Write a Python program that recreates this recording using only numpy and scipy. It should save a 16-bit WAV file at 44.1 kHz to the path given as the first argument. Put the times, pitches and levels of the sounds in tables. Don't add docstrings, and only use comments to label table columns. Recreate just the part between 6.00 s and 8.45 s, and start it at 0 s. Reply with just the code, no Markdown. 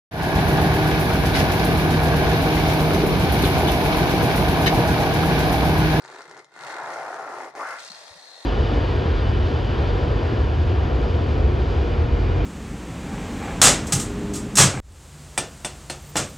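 import sys
import numpy as np
from scipy import signal
from scipy.fft import rfft, irfft, next_fast_len
from scipy.io import wavfile
from scipy.ndimage import uniform_filter1d

SR = 44100
rng = np.random.default_rng(int(sys.argv[2]) if len(sys.argv) > 2 else 0)


def log_audio(samples):
    frames = np.atleast_2d(samples).T
    limited = np.clip(frames, -1, 1)
    pcm = np.round(limited * 32767).astype(np.int16)
    wavfile.write(sys.argv[1], SR, pcm)


N = 108045
T = np.arange(N) / SR


# time in seconds, drumming level in dB, grit level in dB.
SHIFT_LEVELS = [(0, -51, -78), (.045, -50.5, -76), (.1, -45.5, -63.5), (.21, -45, -64), (.245, -49, -69),
                (.34, -46, -62), (.358, -47.5, -68), (.396, -45.5, -63), (.408, -50, -62.5),
                (.47, -62, -84)]
DRAG_LEVELS = [(.5, -64, -99), (.555, -52, -70), (0.569, -45.5, -62.5), (.63, -39.5, -54.5),
               (.71, -35, -53), (.82, -33.5, -54.5), (.92, -32.5, -49), (1.05, -33.5, -52),
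               (1.14, -34, -53), (1.28, -34.5, -55), (1.39, -35, -50), (1.467, -37, -53.5),
               (1.5, -46.5, -58.5), (1.531, -58, -82)]
SHOVE_LEVELS = [(1.547, -46, -72), (1.555, -41.5, -53), (1.592, -33.5, -47), (1.635, -30, -51),
                (1.71, -31.5, -45.5), (1.75, -33, -50.5), (1.79, -41, -49), (1.83, -54, -66),
                (1.9, -72, -77)]
# time in seconds, bumps per second, clumping in dB.
FLOOR_GRAIN = [(0, 1600, 3), (.9, 2800, 0.5), (1.15, 1400, 2), (1.45, 1240, 3), (1.64, 5030, -0.5)]
# time in seconds, pitch in Hz, strength next to the boards in dB.
LOW_NOTE = [(.5, 644, -21), (.66, 640, -5), (.78, 880, -4.5), (.86, 739, -0.5), (.94, 671, 2),
            (1.09, 690, -0.5), (1.2, 690, 0), (1.58, 682, -0.5), (1.66, 625, -8.5)]
HIGH_NOTE = [(0, 1400, -2.5), (.72, 1425, -2), (.93, 1406, -3.5), (1.14, 1380, -1), (1.44, 1270, -4),
             (1.57, 1070, -8), (1.61, 1126, -2), (1.645, 1409, 6), (1.78, 1437, 4.5)]
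# time in seconds, strength in dB.
STEADY_NOTE = [(0, -10), (.4, -3), (.62, -4), (.8, -9.5), (.97, -7), (1.1, -16), (1.3, -19), (1.41, -8),
               (1.5, -9), (1.6, -8), (1.65, -9), (1.72, -2), (1.8, -1)]
BASS_LEVELS = [(0, -6), (.45, -7), (.7, -14.5), (1.0, -14), (1.3, -11.5), (1.55, -6.5), (1.61, -10.5),
               (1.67, -23.5), (1.9, -20)]
# frequency in Hz, strength in dB.
BOARD_TONE = [(30, -78), (200, -32), (400, -13.5), (530, -3.5), (660, -2.5), (900, 1.5), (1100, -2),
              (1480, -5), (1800, -5), (2100, -8), (2350, -18), (3000, -35), (6000, -68.5)]
BASS_TONE = [(25, -40), (60, -40.5), (100, -21), (145, -14.5), (200, -18), (300, 0.5), (420, 7), (600, -9),
             (1200, -45)]
GRIT_TONE = [(300, -18), (1500, 3.5), (2600, 5), (3050, -2.5), (3700, -3.5), (4700, 2), (5600, 0),
             (6600, -5), (7700, -3), (9500, -7.5), (11700, -10.5), (13000, -35), (14500, -59)]
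def rasp():
    drum_db, grit_db = follow(SHIFT_LEVELS + DRAG_LEVELS + SHOVE_LEVELS)
    bass_db, = follow(BASS_LEVELS)
    rate, clump_db = follow(FLOOR_GRAIN)
    low_hz, low_db = follow(LOW_NOTE)
    high_hz, high_db = follow(HIGH_NOTE)
    steady_db, = follow(STEADY_NOTE)
    grain = bumps(per_s=rate, spread_db=2, clump_db=clump_db, clump_hz=170, scatter=0.14)
    drum, power = unit(colour(grain, BOARD_TONE)), 1
    for hz, db, width_hz in [(low_hz, low_db, 311), (high_hz, high_db, 330), (2040, steady_db, 250)]:
        push = colour(grain * rng.choice([-1., 1.], N), BOARD_TONE)
        drum += amp(db) * resonate_twice(push, hz, width_hz)
        power += amp(db) ** 2
    drum = drum / np.sqrt(power) + amp(bass_db) * colour(grain, BASS_TONE)
    grit = colour(unit(specks() + 0.51 * grain), GRIT_TONE)
    return amp(drum_db) * drum + amp(grit_db) * grit


SPECK_BANDS = [(200, 4800), (4800, 15000)]
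def specks():
    crackle = 0
    for band in SPECK_BANDS:
        bursts = bumps(per_s=4000, spread_db=4, clump_db=4, clump_hz=103, scatter=0.89)
        crackle += signal.sosfilt(signal.butter(2, band, "band", fs=SR, output="sos"), bursts)
    return crackle


HIT_GAIN = np.sqrt(0.0032 * SR)
# frequency in Hz, strength in dB.
TICK_TONE = [(600, -25), (2800, -8.5), (4000, -2), (4800, 2.5), (6300, -2.5), (7800, -2), (10000, -13.5),
             (12000, -32), (14000, -47)]
# start in seconds, knock level in dB, tick level in dB.
EDGE_CATCHES = [(0.022, -60, -49.5), (0.047, -47.5, -49), (0.0504, -38.5, -68), (0.0612, -48, -52),
                (.093, -42.5, -61.5), (0.0998, -40, -55), (.127, -41.5, -50), (.147, -39.5, -62.5),
                (0.15, -43, -50), (0.1846, -43.5, -51), (0.192, -39, -50), (.207, -39, -52),
                (0.219, -58.5, -45.5), (.295, -50, -50), (0.312, -37.5, -47), (.367, -40, -50.5),
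                (0.376, -46, -50), (.393, -47, -49), (0.445, -54.5, -51.5), (.519, -64, -67),
                (0.563, -41, -54), (0.61, -45, -48), (0.937, -44, -42), (1.143, -29, -45.5),
                (1.195, -36, -51), (1.447, -34.5, -48), (1.552, -37, -49.5), (1.572, -40, -51),
                (1.743, -41, -58)]
def catches(decay_s=0.00171, judder_share=0.14):
    knock, tick = np.zeros((2, N))
    for start, knock_db, tick_db in EDGE_CATCHES:
        add(knock, start, amp(knock_db) * np.sqrt(judder_share) * scuff(decay_s))
        add(knock, start, amp([knock_db]) * np.sqrt(1 - judder_share))
        add(tick, start, amp(tick_db) * scuff(decay_s))
    boards = colour(knock, BOARD_TONE) + 0.32 * colour(knock, BASS_TONE)
    return HIT_GAIN * (boards + colour(tick, TICK_TONE))


# time in seconds, hiss level in dB, ring level in dB, ring pitch in Hz.
FREE_GLIDE = [(1.75, -69.5, -93, 4800), (1.8, -46, -64, 4770), (1.85, -48.5, -53, 4840),
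              (1.92, -49, -51, 4720), (2.0, -47.5, -54.5, 4800), (2.15, -49.5, -56.5, 4650),
              (2.3, -50.5, -52.5, 4160), (2.45, -48.5, -55, 4100)]
# frequency in Hz, strength in dB.
HISS_TONE = [(30, -39), (70, -47), (140, -21), (260, -14), (430, -2.5), (680, 2), (1000, -1.5),
             (1500, -9.5), (1800, -2.5), (2020, 2), (2300, -11.5), (3000, -12.5), (3800, -2.5), (5600, -11),
             (7500, -12.5), (11800, -25), (13000, -41), (14500, -59)]
def glide():
    hiss_db, ring_db, ring_hz = follow(FREE_GLIDE)
    fine = bumps(per_s=6000, spread_db=2, clump_db=0.5, clump_hz=120, scatter=0.418)
    rough = bumps(per_s=4300, spread_db=5.5, clump_db=4.5, clump_hz=110, scatter=0.74)
    skim = resonate_twice(rough, ring_hz, width_hz=926)
    return amp(hiss_db) * colour(fine, HISS_TONE) + amp(ring_db) * (skim + shell_ring(skim))


# pitch in Hz, width in Hz, strength in dB.
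SHELL_NOTES = [(3780, 170, -0.5), (4750, 170, -8.5), (4277, 110, -0.5)]
def shell_ring(push):
    return sum(amp(db) * resonate(push, hz, width_hz) for hz, width_hz, db in SHELL_NOTES)


# time in seconds, level in dB.
CHATTER_LEVELS = [(0, -61), (.08, -53.5), (.2, -54.5), (.26, -57.5), (.39, -60), (.47, -99), (.53, -63),
                  (.62, -48), (.71, -45.5), (.8, -52.5), (.9, -52.5), (1.74, -70), (1.795, -46.5),
                  (1.85, -47.5), (1.92, -51), (2.0, -54), (2.2, -62), (2.45, -61)]
# frequency in Hz, strength in dB.
CHATTER_TONE = [(100, -24), (500, -21), (1200, 8.5), (1750, 4), (2050, 5), (2350, 3.5), (3000, 1.5),
                (3900, 4.5), (4350, 2.5), (5000, -2), (6300, -7.5), (7800, -2.5), (10000, -14),
                (12000, -43), (14000, -61)]
def chatter(ring_db=-8.5):
    level_db, = follow(CHATTER_LEVELS)
    taps = bumps(per_s=5000, spread_db=5.5, clump_db=6, clump_hz=131, scatter=0.69)
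    return amp(level_db) * (colour(taps, CHATTER_TONE) + amp(ring_db) * unit(shell_ring(taps)))


# start in seconds, tick level in dB, ping level in dB.
TOUCHDOWNS = [(1.794, -44, -55), (1.82, -48.5, -59.5), (1.832, -45, -55.5), (1.848, -41.5, -54),
              (1.864, -46, -59), (1.876, -45, -56), (1.904, -47, -42), (1.917, -47, -39.5),
              (1.956, -51.5, -45.5)]
def wobbles():
    tick, strikes = np.zeros((2, N))
    hz, width_hz, _ = SHELL_NOTES[-1]
    for start, tick_db, ping_db in TOUCHDOWNS:
        add(tick, start, amp(tick_db) * scuff(decay_s=0.003))
        add(strikes, start, amp([ping_db]))
    ping = resonate(strikes, hz, width_hz) * np.sqrt(SR / (np.pi * width_hz))
    return HIT_GAIN * (colour(tick, TICK_TONE) + ping)


# start in seconds, level in dB, pitch in Hz, length in seconds.
FLOOR_THUDS = [(1.9, -48.5, 197, 0.019), (2.103, -53.5, 89, 0.0278), (2.5, -62, 130, 0.044),
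               (2.15, -58, 174.7, 0.034), (2.15, -70, 74, 0.05)]
def thuds():
    mix = np.zeros(N)
    for start, db, hz, length in FLOOR_THUDS:
        swell = np.sin(np.pi * np.clip((T - start) / length, 0, 1))
        mix += amp(db) * swell * np.sin(2 * np.pi * hz * (T - start))
    return mix


# time in seconds, level in dB.
HUM_LEVELS = [(0, -68), (.2, -73.5), (.31, -61.5), (.5, -77), (.62, -58.5), (.78, -68), (.88, -60),
              (1.05, -68), (1.35, -73), (1.8, -70.5), (2.45, -86.5)]
def hum():
    level_db, = follow(HUM_LEVELS)
    push = bumps(per_s=2900, spread_db=-1, clump_db=2.5, clump_hz=60, scatter=0.13)
    return amp(level_db) * resonate_twice(push, hz=146, width_hz=55)


# frequency in Hz, seconds to fade by 60 dB.
ECHO_FADE = [(150, 0.01), (1000, 0.8), (4000, 0.44), (12000, 0.06)]
# frequency in Hz, level in dB before echo_db is added.
ECHO_LEVELS = [(150, -20.5), (700, -13), (1400, -13.5), (2100, -7.5), (3000, -5), (10000, -3)]
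# frequency in Hz, lead in radians.
LEFT_LEAD = [(100, 0), (900, 0), (1400, 0.07), (1950, -1.2), (2900, -0.7), (4400, -1), (6800, -1.1),
             (10000, -2)]
# frequency in Hz, left minus right in dB.
LEFT_BOOST = [(100, 0.5), (550, 0.5), (900, 1), (1400, 3.5), (2000, 1.5), (2900, -3), (4500, 2), (7000, 2),
              (12000, -2)]
def kitchen(x, echo_db, early_s, late_db):
    echoes = rng.standard_normal((2, SR // 2)) * (rng.random((2, SR // 2)) < .15)
    hz, t, spectrum = signal.stft(echoes, SR, nperseg=256)
    fade = np.exp(-t / early_s) + amp(late_db - 60 * t / read(ECHO_FADE, hz)[:, None])
    tail = signal.istft(spectrum * fade, SR, nperseg=256)[1]
    tail /= np.linalg.norm(tail, axis=1, keepdims=True)
    size = next_fast_len(N + SR)
    hz = np.fft.rfftfreq(size, 1 / SR)
    side = np.array([[.5], [-.5]])
    direct = np.exp(1j * side * read(LEFT_LEAD, hz))
    echo_gain = amp(read(ECHO_LEVELS, hz) + echo_db)
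    paths = (direct + echo_gain * rfft(tail, size)) / np.sqrt(1 + echo_gain ** 2 / 2)
    return irfft(rfft(x, size) * paths * amp(side * read(LEFT_BOOST, hz)), size)[:, :N]


def bumps(per_s, spread_db, clump_db, clump_hz, scatter):
    hits = rng.random(N) < per_s / SR
    size = np.minimum(rng.exponential(1, N), 4)
    sign = rng.choice([-1., 1.], N)
    treble_cut = 1 + (np.fft.rfftfreq(N, 1 / SR) / clump_hz) ** 4
    clumps = unit(irfft(rfft(rng.standard_normal(N)) / treble_cut, N))
    x = hits * sign * amp(spread_db * size + clump_db * np.minimum(clumps, 1.6))
    x /= np.sqrt(abs(uniform_filter1d(x ** 2, size=1100)) + 1e-9)
    return x * (1 + np.array([[1], [-1]]) * scatter * rng.standard_normal(N))


def scuff(decay_s):
    t = T[:SR // 50]
    burst = rng.standard_normal(len(t)) * np.exp(-t / decay_s)
    return burst / np.linalg.norm(burst)


def colour(x, tone):
    size = 4096
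    log_gain = np.log(amp(read(tone, abs(np.fft.fftfreq(size, 1 / SR)))))
    response = np.exp(np.conj(signal.hilbert(log_gain)))
    ring = np.fft.ifft(response).real[:size // 2]
    return signal.fftconvolve(np.atleast_2d(x), ring[None] / np.linalg.norm(ring), axes=1)[:, :N]


def resonate(x, hz, width_hz):
    turn = np.exp(2j * np.pi * np.cumsum(hz * np.ones(N)) / SR)
    decay = np.exp(-np.pi * width_hz / SR)
    return 2 * (turn * signal.lfilter([1 - decay], [1, -decay], x / turn + 1e-18)).real


def resonate_twice(x, hz, width_hz):
    return unit(resonate(resonate(x, hz, width_hz), hz, width_hz))


def follow(rows):
    times, *columns = np.transpose(rows)
    return [np.interp(T, times, column) for column in columns]


def read(rows, hz):
    row_hz, values = np.transpose(rows)
    return np.interp(np.log(hz + 1), np.log(row_hz + 1), values)


def add(mix, start_s, sound):
    part = mix[round(start_s * SR):][:len(sound)]
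    part += sound[:len(part)]


def amp(db):
    return 10 ** (np.asarray(db) / 20)


def unit(x):
    return x / np.sqrt(np.mean(x ** 2) + 1e-20)


def scene():
    near = kitchen(rasp() + catches() + hum() + thuds(), echo_db=1, early_s=0.0081, late_db=-13)
    far = kitchen(glide() + chatter() + wobbles(), echo_db=3, early_s=0.0037, late_db=-22)
    return near + far


def record(dry, cutoff_hz=14600):
    lowpass = signal.firwin(511, cutoff_hz, window=("kaiser", 9), fs=SR)
    return signal.oaconvolve(dry, lowpass[None], "same")


dry = scene()
out = record(dry)
log_audio(out)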